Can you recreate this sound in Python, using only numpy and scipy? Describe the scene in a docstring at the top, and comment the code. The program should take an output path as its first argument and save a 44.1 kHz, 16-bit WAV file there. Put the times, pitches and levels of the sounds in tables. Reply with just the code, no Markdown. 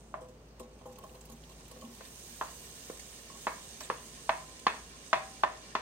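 """Diced onion is tapped off a hard board with a wooden spoon: knocks through resonances, then board modes.
Falling pieces ring the damped modes of a steel pan and splat into hot butter as bursts of crackle.
The sizzle, noise and clicks, grows as they pile in; its fizz and steam fade as the pan cools.
A fridge hums in wavering sines under a rush of air, and the kitchen walls answer taps and drops."""
import sys
import numpy as np
from scipy import signal
from scipy.fft import rfft, irfft, next_fast_len
from scipy.io import wavfile
from scipy.ndimage import uniform_filter1d, map_coordinates

SR = 44100
rng = np.random.default_rng(int(sys.argv[2]) if len(sys.argv) > 2 else 0)


def unload_wav(signal):
    """Save mono or channel-first audio to the path in sys.argv[1] as 16-bit WAV at rate SR, clipped to [-1, 1]."""
    wavfile.write(
        sys.argv[1],
        SR,
        np.round(np.clip(np.atleast_2d(signal).T, -1, 1) * 32767).astype(np.int16),
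    )


def nominal_scale(level):
    """Amplitude ratio for a level in decibels (scalar or array-like)."""
    x = np.asarray(level, float) / 20
    return 10 ** x


N = 256220


def unit(x):
    """Scales a signal to rms 1."""
    return x / np.sqrt(np.mean(x ** 2) + 1e-20)


def along(points, hz):
    """Reads a curve of (Hz, value) points on a log frequency axis."""
    point_hz, value = np.transpose(points)
    return np.interp(np.log(hz + 1), np.log(point_hz + 1), value)


def wobble(rate):
    """Draws a smooth random curve with rate knots a second."""
    knots = rng.standard_normal(int(N * rate / SR) + 4)
    return map_coordinates(knots, [np.arange(N) * rate / SR])


def filtered(x, response):
    """Filters x by a complex response of frequency."""
    n = x.shape[-1]
    m = next_fast_len(n + 8192)
    return irfft(rfft(x, m) * response(np.fft.rfftfreq(m, 1 / SR)), m)[..., :n]


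def add(track, s, sound):
    """Mixes a sound in at s seconds, cut where the track ends."""
    start = round(s * SR)
    part = track[..., start:start + sound.shape[-1]]
    part += sound[..., :part.shape[-1]]


def ring(modes, colour, t, attack, free=1, rough=0):
    """Dying modes, each at a slightly random strength and weighted by the colour of the blow.

    A loose grip makes their phase drift; free below 1 shortens the ring."""
    hz, db, t60 = np.transpose(modes)[..., None]
    db = db + along(colour, hz) + 2 * rng.standard_normal(hz.shape)
    walk = np.cumsum(rng.standard_normal((len(hz), len(t))), axis=1) / np.sqrt(SR)
    drift = rough * hz / 1000 * walk
    decay = nominal_scale(db - 60 * t / (t60 * free))
    tones = decay * np.sin(2 * np.pi * hz * t + drift)
    return tones.sum(0) * (1 - np.exp(-t / attack))


def spread(pair, spectrum, alike, balance):
    """Colours two unrelated signals and mixes them to a stereo pair whose mean channel has rms 1."""
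    m = next_fast_len(N)
    hz = np.fft.rfftfreq(m, 1 / SR)
    turn = np.arccos(np.clip(along(alike, hz), -1, 1)) / 2
    coloured = rfft(pair, m) * nominal_scale(along(spectrum, hz))
    mid, side = coloured * [np.cos(turn), np.sin(turn)]
    tilt = nominal_scale(np.outer([.5, -.5], along(balance, hz)))
    both = irfft(np.array([mid + side, mid - side]) * tilt, m)[:, :N]
    return both / np.sqrt(np.mean(both.mean(0) ** 2))


# How alike the two channels hear the pan. Columns: pitch_hz, likeness (-1 to 1)
PAN_LIKENESS = [(60, -0.09), (180, 0.74), (550, 0.64), (1650, -0.31), (4970, 0.35), (15000, -0.16)]
# How far the pan leans left. Columns: pitch_hz, left_minus_right_db
PAN_BALANCE = [(60, 9), (150, 8), (380, -10.5), (950, 6.5), (2380, 0), (5980, -7), (15000, -4.5)]


def from_pan(pair, spectrum):
    """Places a coloured sound across the stereo width of the pan."""
    return spread(pair, spectrum, PAN_LIKENESS, PAN_BALANCE)


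def crackle(density, size_db, share, patchy_db):
    """Patchy noise with bursting bubbles on top: clicks at random moments, a few larger if size_db > 0.

    density is in clicks a second, share is the part of the power given to clicks."""
    count = int(N / SR * density.max())
    when, keep, big, *sides = rng.random((count, 5)).T
    at = (when * N).astype(int)
    size = nominal_scale(np.minimum(-size_db * np.log(1 - big), 4 * size_db))
    size = size * (keep < density[at] / density.max())  # thins the clicks out where density is low
    clicks = np.array([unit(np.bincount(at, size * (side - .5), N) / np.sqrt(density)) for side in sides])
    share = np.clip(share, 0, 1)
    both = np.sqrt(1 - share) * rng.standard_normal((2, N)) + np.sqrt(share) * clicks
    z = signal.stft(both, nperseg=512)[2]
    field = uniform_filter1d(rng.standard_normal(z.shape[1:]), size=4, axis=0)
    field = uniform_filter1d(field, size=5, axis=1)
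    return signal.istft(z * nominal_scale(patchy_db * unit(field)), nperseg=512)[1][:, :N]


# Early reflections. Columns: delay_ms, left_db, right_db
WALL_ECHOES = [(3.4, -12.5, -29.5), (4.6, -11, -11), (8.5, -19, -23), (9.6, -13, -12), (13.5, -10.5, -8.5)]
# Decay time of the kitchen tail. Columns: pitch_hz, t60_s
KITCHEN_DECAY = [(200, 0.35), (700, 0.33), (2000, 0.35), (5000, 0.33), (12000, 0.07)]
# Part of scatter and tail that differs between the ears. Columns: pitch_hz, level_db
TAIL_WIDTH = [(150, -43), (320, -21), (600, -1), (1500, -2.5), (4000, -2)]


def room(sound, near_db, tail_db):
    """Direct sound, near walls, a quick scatter off pots and worktop, and a new diffuse tail.

    The tail dies band by band, each at its own rate."""
    length, scatter_t60, onset_s = SR // 3, 0.028, 0.00085
    hz, t, z = signal.stft(rng.standard_normal((2, 2, length)), SR, nperseg=256)
    z[:, 1] *= nominal_scale(along(TAIL_WIDTH, hz))[:, None]
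    z[0] *= nominal_scale(-60 * t / scatter_t60)
    z[1] *= nominal_scale(-60 * t / along(KITCHEN_DECAY, hz)[:, None])
    onset = 1 - np.exp(-np.arange(length) / SR / onset_s)
    near, far = signal.istft(z, SR, nperseg=256)[1][..., :length] * onset
    near = nominal_scale(near_db) * near / np.linalg.norm(near[0])
    far = nominal_scale(tail_db) * far / np.linalg.norm(far[0])
    common, own = near + far
    answer = np.array([common + own, common - own])
    answer[:, 0] = 1  # direct sound
    for ms, left_db, right_db in WALL_ECHOES:
        answer[:, round(ms * SR / 1000)] += nominal_scale(np.array([left_db, right_db]))
    return signal.fftconvolve(sound[None], answer, axes=1)


# Burner and kitchen air, relative spectrum. Columns: pitch_hz, level_db (per Hz)
AIR_SPECTRUM = [(36, -29), (62, -1.5), (103, -9.5), (230, -3.5), (309, -9.5), (408, -6.5), (589, -10.5),
                (707, -12), (998, -16), (1810, -25.5), (3010, -27), (3610, -31), (8260, -36), (9920, -46.5),
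                (15000, -37.5)]
# Fridge tones before their fade. Columns: pitch_hz, level_db (rms), waver_db
FRIDGE_HUM = [(54.5, -59, 2.1), (121.8, -68, 0.5), (155.7, -68.5, -4)]


def kitchen():
    """A slowly fading fridge hum of wavering sines over the soft noise of burner and room."""
    air_db, hum_fade_db_per_s = -57.5, 0.87
    t = np.arange(N) / SR
    hum = np.zeros(N)
    for hz, db, waver_db in FRIDGE_HUM:
        level = np.sqrt(2) * nominal_scale(db + waver_db * wobble(4.31))
        hum += level * np.sin(2 * np.pi * (hz * t + 0.15 * wobble(6.4)))
    alike = [(60, 1.0), (400, 0.91), (1500, 0.18), (4000, 0.13)]  # pitch_hz, likeness
    air = spread(rng.standard_normal((2, N)), AIR_SPECTRUM, alike, [(100, 0)])
    return nominal_scale(-hum_fade_db_per_s * t) * hum + nominal_scale(air_db + 0.33 * wobble(4.13)) * air


# The pan sings faintly under the bubbling. Columns: pitch_hz, width_hz, boost_db
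PAN_SINGING = [(1058, 86, 14), (1812, 57, 5.5), (2340, 27, 10.5), (2820, 46, 9), (3640, 55, 6)]


def sung(x):
    """The pan's resonances lift narrow bands of what boils in it."""
    def boost(hz):
        return nominal_scale(sum(db / (1 + (2 * (hz - c) / width) ** 2) for c, width, db in PAN_SINGING))
    return filtered(x, boost)


# Sizzle levels over time, before the random surges. Columns: time_s, fizz_db, steam_db
SIZZLE_LEVELS = [(0.0, -67.5, -91), (0.13, -71, -89), (0.29, -76, -90), (0.55, -76, -88), (0.9, -70, -85),
                 (1.05, -68, -67), (1.58, -65.5, -72), (1.89, -61, -63), (2.26, -55.5, -58.5),
                 (2.52, -54.5, -58), (3.2, -54.5, -61.5), (3.9, -55, -63), (4.16, -56.5, -66),
                 (4.68, -56, -67.5), (5.34, -57.5, -71), (5.81, -62.5, -78)]
# Relative spectra of the three layers. Columns of each: pitch_hz, level_db (per Hz)
FIZZ_SPECTRUM = [(1760, -30), (3000, -3.5), (3340, -7), (3720, -3.5), (4340, -9), (4920, -7), (5700, -4),
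                 (6500, 1), (7350, -5), (8580, 1), (9300, -5.5), (10000, -10), (11000, -13.5),
                 (12500, -17.5), (16200, -50)]
STEAM_SPECTRUM = [(10000, -13), (11500, -12), (13000, -6), (14100, -3.5), (15000, -14), (15900, -4)]
BUBBLING_SPECTRUM = [(530, -6), (900, -23), (969, -10.5), (1050, -9), (1800, -0.5), (2100, -2.5),
                     (3700, -4), (4500, -1), (6500, -5), (9900, -53)]


def sizzle():
    """Water boils out of the onion as fizz, steam and bubbling: a louder fizz brings denser clicks."""
    heap_full_s, full_db = 2.41, -60.5
    rise_db_per_s, late_db_per_s = 7.5, 0.62  # bubbling grows as the heap does, then creeps
    s, *levels = np.transpose(SIZZLE_LEVELS)
    t = np.arange(N) / SR
    fizz_db, steam_db = [np.interp(t, s, db) for db in levels]
    since = t - heap_full_s
    bubbling_db = full_db + np.where(since < 0, rise_db_per_s, late_db_per_s) * since
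    density = 4000 * nominal_scale(0.63 * (fizz_db - fizz_db.max()))
    surge = 0.3 * wobble(30) + 1.1 * wobble(7.3)

    fizz = from_pan(crackle(density, size_db=4.0, share=0.34, patchy_db=1.5), FIZZ_SPECTRUM)
    fizz = nominal_scale(fizz_db + surge) * fizz
    steam = from_pan(crackle(density, size_db=0.0, share=0.3, patchy_db=2.0), STEAM_SPECTRUM)
    steam = nominal_scale(steam_db + surge + 0.66 * wobble(22)) * steam
    bubbling = from_pan(crackle(density / 8, size_db=0.0, share=0.2, patchy_db=2), BUBBLING_SPECTRUM)
    bubbling = nominal_scale(bubbling_db + wobble(18)) * bubbling
    return fizz + steam + sung(bubbling)


def shower(count, db, scatter_db, low_db, high_db):
    """Rows (start_s, level_db, low_db, high_db) for small pieces raining down at random in the pour."""
    pour_start_s, pour_end_s = 0.76, 2.0
    when = rng.uniform(pour_start_s, pour_end_s, count)
    size, low, high = scatter_db * rng.uniform(-1, 1, (3, count))
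    return np.transpose([when, db + size, low_db + 2 * low, high_db + 2 * high])


# The loudest wet splats and spits of fat, and the hiss of a spoon scrape at 3.80 s; low is below 5 kHz, top
# above 10 kHz, both relative. # Columns: start_s, level_db, low_db, top_db, t60_s
LOUD_BURSTS = [(0.206, -61.5, -17, -16, 0.24), (0.2834, -63, -9, -12, 0.098),
               (0.595, -46.5, -7, -11, 0.083), (0.6294, -63, -5, -11, 0.096), (0.8564, -63, -17, 1, 0.18),
               (0.9223, -60, -14, -2, 0.082), (0.9845, -46, -8, 3, 0.024), (1.0365, -49.5, -19, -20, 0.032),
               (1.2082, -50, -10, -5, 0.048), (1.2523, -50, -21, 0, 0.041), (1.296, -53, -10, -3, 0.056),
               (1.3169, -50, -14, -9, 0.079), (1.4905, -59.5, 3, -8, 0.16), (1.6795, -52.5, -3, -1, 0.043),
               (1.712, -43.5, -5, -7, 0.033), (1.8094, -56, -2.5, -8, 0.083), (1.8474, -60.5, 10, 2, 0.047),
               (1.9467, -46.5, -18, -16, 0.037), (2.0494, -52, -1.5, -10, 0.088),
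               (2.993, -41.5, -21, -47, 0.065), (3.8034, -39.5, -3, -26, 0.094),
               (3.8294, -54.5, 1.5, -18, 0.3), (4.5915, -47, -5, -19, 0.055),
               (4.7686, -60, -15, -20, 0.032), (5.1894, -48, -8, -18, 0.037)]
# Relative spectra of the low, middle and top band. Columns of each: pitch_hz, level_db (per Hz)
SPLAT_SPECTRA = [
    [(1500, -18), (2800, 4), (4500, 0), (6000, -25)],
    [(4000, -6), (5500, 0), (8500, 3.5), (10500, -11)],
    [(9000, -23), (10500, -2), (14000, -5), (16000, -8)],
]


def splats():
    """Wet pieces hit the fat and a spoon scrape hisses at 3.80 s: sharp bursts of crackle in three bands that
    die quickly."""
    small = shower(22, db=-66, scatter_db=3, low_db=3, high_db=-12)
    small_t60 = 0.06
    rows = np.array([*LOUD_BURSTS, *[(*row, small_t60) for row in small]])
    start_s, level_db, low_db, top_db, t60 = rows.T
    t = np.arange(SR // 4) / SR
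    shapes = nominal_scale(-60 * t / np.maximum(t60[:, None], .005)) * (1 - np.exp(-t / 0.0026))
    out = np.zeros((2, N))
    for spectrum, shade_db in zip(SPLAT_SPECTRA, [low_db, 0, top_db]):
        bursts = np.zeros(N)
        for s, db, shape in zip(start_s, level_db + shade_db, shapes):
            add(bursts, s, nominal_scale(db) * shape)
        fat = crackle(np.full(N, 5000.), size_db=3.0, share=0.36, patchy_db=5.5)
        out += bursts * from_pan(fat, spectrum)
    return out


# The loudest pieces landing on the pan floor, levels relative.
# Columns: start_s, level_db, deep_db, bright_db
LOUD_DROPS = [(0.213, -41, -20, -9), (0.6, -38, -11.5, -5), (0.811, -57, -5, 6), (0.856, -36.5, -24, -9),
              (0.899, -49, -15, -9), (0.984, -56.5, -3.5, 8.5), (1.037, -44, -18, 0),
              (1.107, -48, -13, -11), (1.145, -50.5, -12, 0), (1.293, -49, -7.5, -3),
              (1.324, -56.5, 7.5, -3), (1.497, -52.5, -6, -1), (1.71, -49, -16, -1.5), (1.762, -50, -4, -3),
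              (1.821, -47, -9, 0), (1.839, -54, 12, 3.5), (1.879, -60, 14, -12), (2.935, -58, -20, -17),
              (3.299, -59, 5.5, 13), (3.35, -55, -8, 5.5)]
# Pan modes; the decay is that of a free pan. Columns: pitch_hz, level_db, t60_s
PAN_MODES = [(234.3, 3, 0.31), (383, 0.5, 0.15), (504.4, -5.5, 0.68), (514, 0, 0.11), (634, -3, 0.13),
             (808, -13, 0.47), (965, -1, 0.075), (1046, 1.5, 0.088), (1093, -6, 0.25), (1490, -11, 0.029),
             (3120, -7.5, 0.044)]


def drops():
    """Soft pieces thump the pan floor; each blow's colour weights its modes, and the heap damps them."""
    free_start, free_loss_per_s = 0.73, 0.076  # how freely the pan rings, 0-1, as the heap grows
    out, t = np.zeros((2, N)), np.arange(SR // 3) / SR
    patter = shower(12, db=-57.5, scatter_db=0, low_db=-1.5, high_db=-0.5)
    for s, db, deep_db, bright_db in [*LOUD_DROPS, *patter]:
        free = np.clip(free_start - free_loss_per_s * s, .1, 1)
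        colour = [(240, deep_db), (500, 0), (1050, bright_db)]
        blow = ring(PAN_MODES, colour, t, attack=0.0017, free=free, rough=5.3)
        add(out, s, nominal_scale(db - 5.0) * room(blow, near_db=-2.0, tail_db=-12))
    return out


# Resonances of the spoon head. Columns: pitch_hz, width_hz, level_db
SPOON_RESONANCES = [(229, 620, -15), (502, 186, 0), (610, 107, -1), (1030, 277, 11), (2030, 190, -0.5),
                    (2500, 330, -4.5), (3620, 280, -8), (4140, 330, -10.5), (6900, 2400, -17.5)]


def knock_response(hz, colour):
    """Resonances of alternating sign; wood on board is too soft to excite much above the contact pitch."""
    contact_hz = 3470
    wood = 0
    for k, (c, width, db) in enumerate(SPOON_RESONANCES):
        resonance = 1j * hz * width / (c * c - hz * hz + 1j * hz * width)
        wood = wood + (-1) ** k * nominal_scale(db + along(colour, c)) * resonance
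    return wood / (1 + 1j * hz / contact_hz) ** 3


# Spoon on board, levels relative. Columns: start_s, level_db, thud_db, crack_db_per_octave,
# ring_db, ring_tilt_db_per_octave
SPOON_TAPS = [(0.141, -30.5, -6, -18, -24.5, -9), (2.008, -45, 15, -4, -18.5, 3.5),
              (2.412, -22.5, -4.5, -5, -28.5, -4), (2.899, -45.5, 26, -9, -25, -4),
              (3.469, -20.5, 4.5, -1, -26.5, 2), (3.808, -42, 11, 4, -17.5, 3),
              (3.9, -24, 10.5, 2.5, -27.5, 1.5), (4.293, -17.5, -5, 4, -23.5, -2),
              (4.667, -15.5, 0.5, 5, -27.5, 6), (5.13, -15, -2.5, 5.5, -22.5, 0.5),
              (5.435, -16.5, -3, 3.5, -24, -6), (5.752, -21.5, 5, 6, -26, 1.5)]
# Modes of the board. Columns: pitch_hz, level_db, t60_s
BOARD_MODES = [(625, -1.5, 0.37), (657.7, 13, 0.056), (770, -7.5, 0.54), (865, -27, 0.1), (1003, 3.5, 0.21),
               (1030, -13.5, 0.73), (1100, -34, 0.18), (1160, -12, 0.16), (1220, -18, .15),
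               (1540, -17, 0.085), (1644, -0.5, 0.19), (1823, 5.5, 0.099), (1780, -12, 0.27),
               (2180, -8, 0.18), (2193, -2.5, 0.15), (2400, -10, 0.18), (2564, -2.5, 0.14),
               (3410, -8, 0.047), (3580, -4.5, 0.048), (4130, -3.5, 0.045), (4600, -7, 0.042)]


def taps():
    """A short wooden knock that fills the kitchen, and the modes of the board ringing close by."""
    thud_hz, body_hz = 500, 650  # the thud shades what lies under the first, nothing over the second
    pivot_hz = 1050  # crack and ring tilt turn about this
    out, t = np.zeros((2, N)), np.arange(SR // 2) / SR
    click = 1. * (t == 0)
    for s, db, thud_db, crack_db, ring_db, tilt_db in SPOON_TAPS:
        colour = [(thud_hz, thud_db), (body_hz, 0), (pivot_hz, 0), (8 * pivot_hz, 3 * crack_db)]
        tone = [(pivot_hz / 2, ring_db - tilt_db), (4 * pivot_hz, ring_db + 2 * tilt_db)]
        knock = nominal_scale(28.0) * filtered(click, lambda hz: knock_response(hz, colour))
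        board = ring(BOARD_MODES, tone, t, attack=0.00073, rough=5.7)
        add(out, s, nominal_scale(db - 4) * room(knock, near_db=-0.5, tail_db=-8.0))
        add(out, s, nominal_scale(db) * room(board, near_db=-15, tail_db=-6.0))
    return out


def scene():
    """Everything in the kitchen."""
    return kitchen() + sizzle() + splats() + drops() + taps()


def top_cut(x):
    """Nothing passes above the cut-off."""
    return signal.sosfilt(signal.butter(12, 15970, fs=SR, output="sos"), x)


def record(dry):
    """The pan stands to the right, so the left channel lags a little; the extreme treble is cut."""
    left_lag_s, top_hz = 4 / SR, 15850

    def lag_and_cut(hz):
        return (hz < top_hz) * np.exp(-2j * np.pi * np.outer([left_lag_s, 0], hz))
    return top_cut(filtered(dry, lag_and_cut))


dry = scene()
out = record(dry)
unload_wav(out)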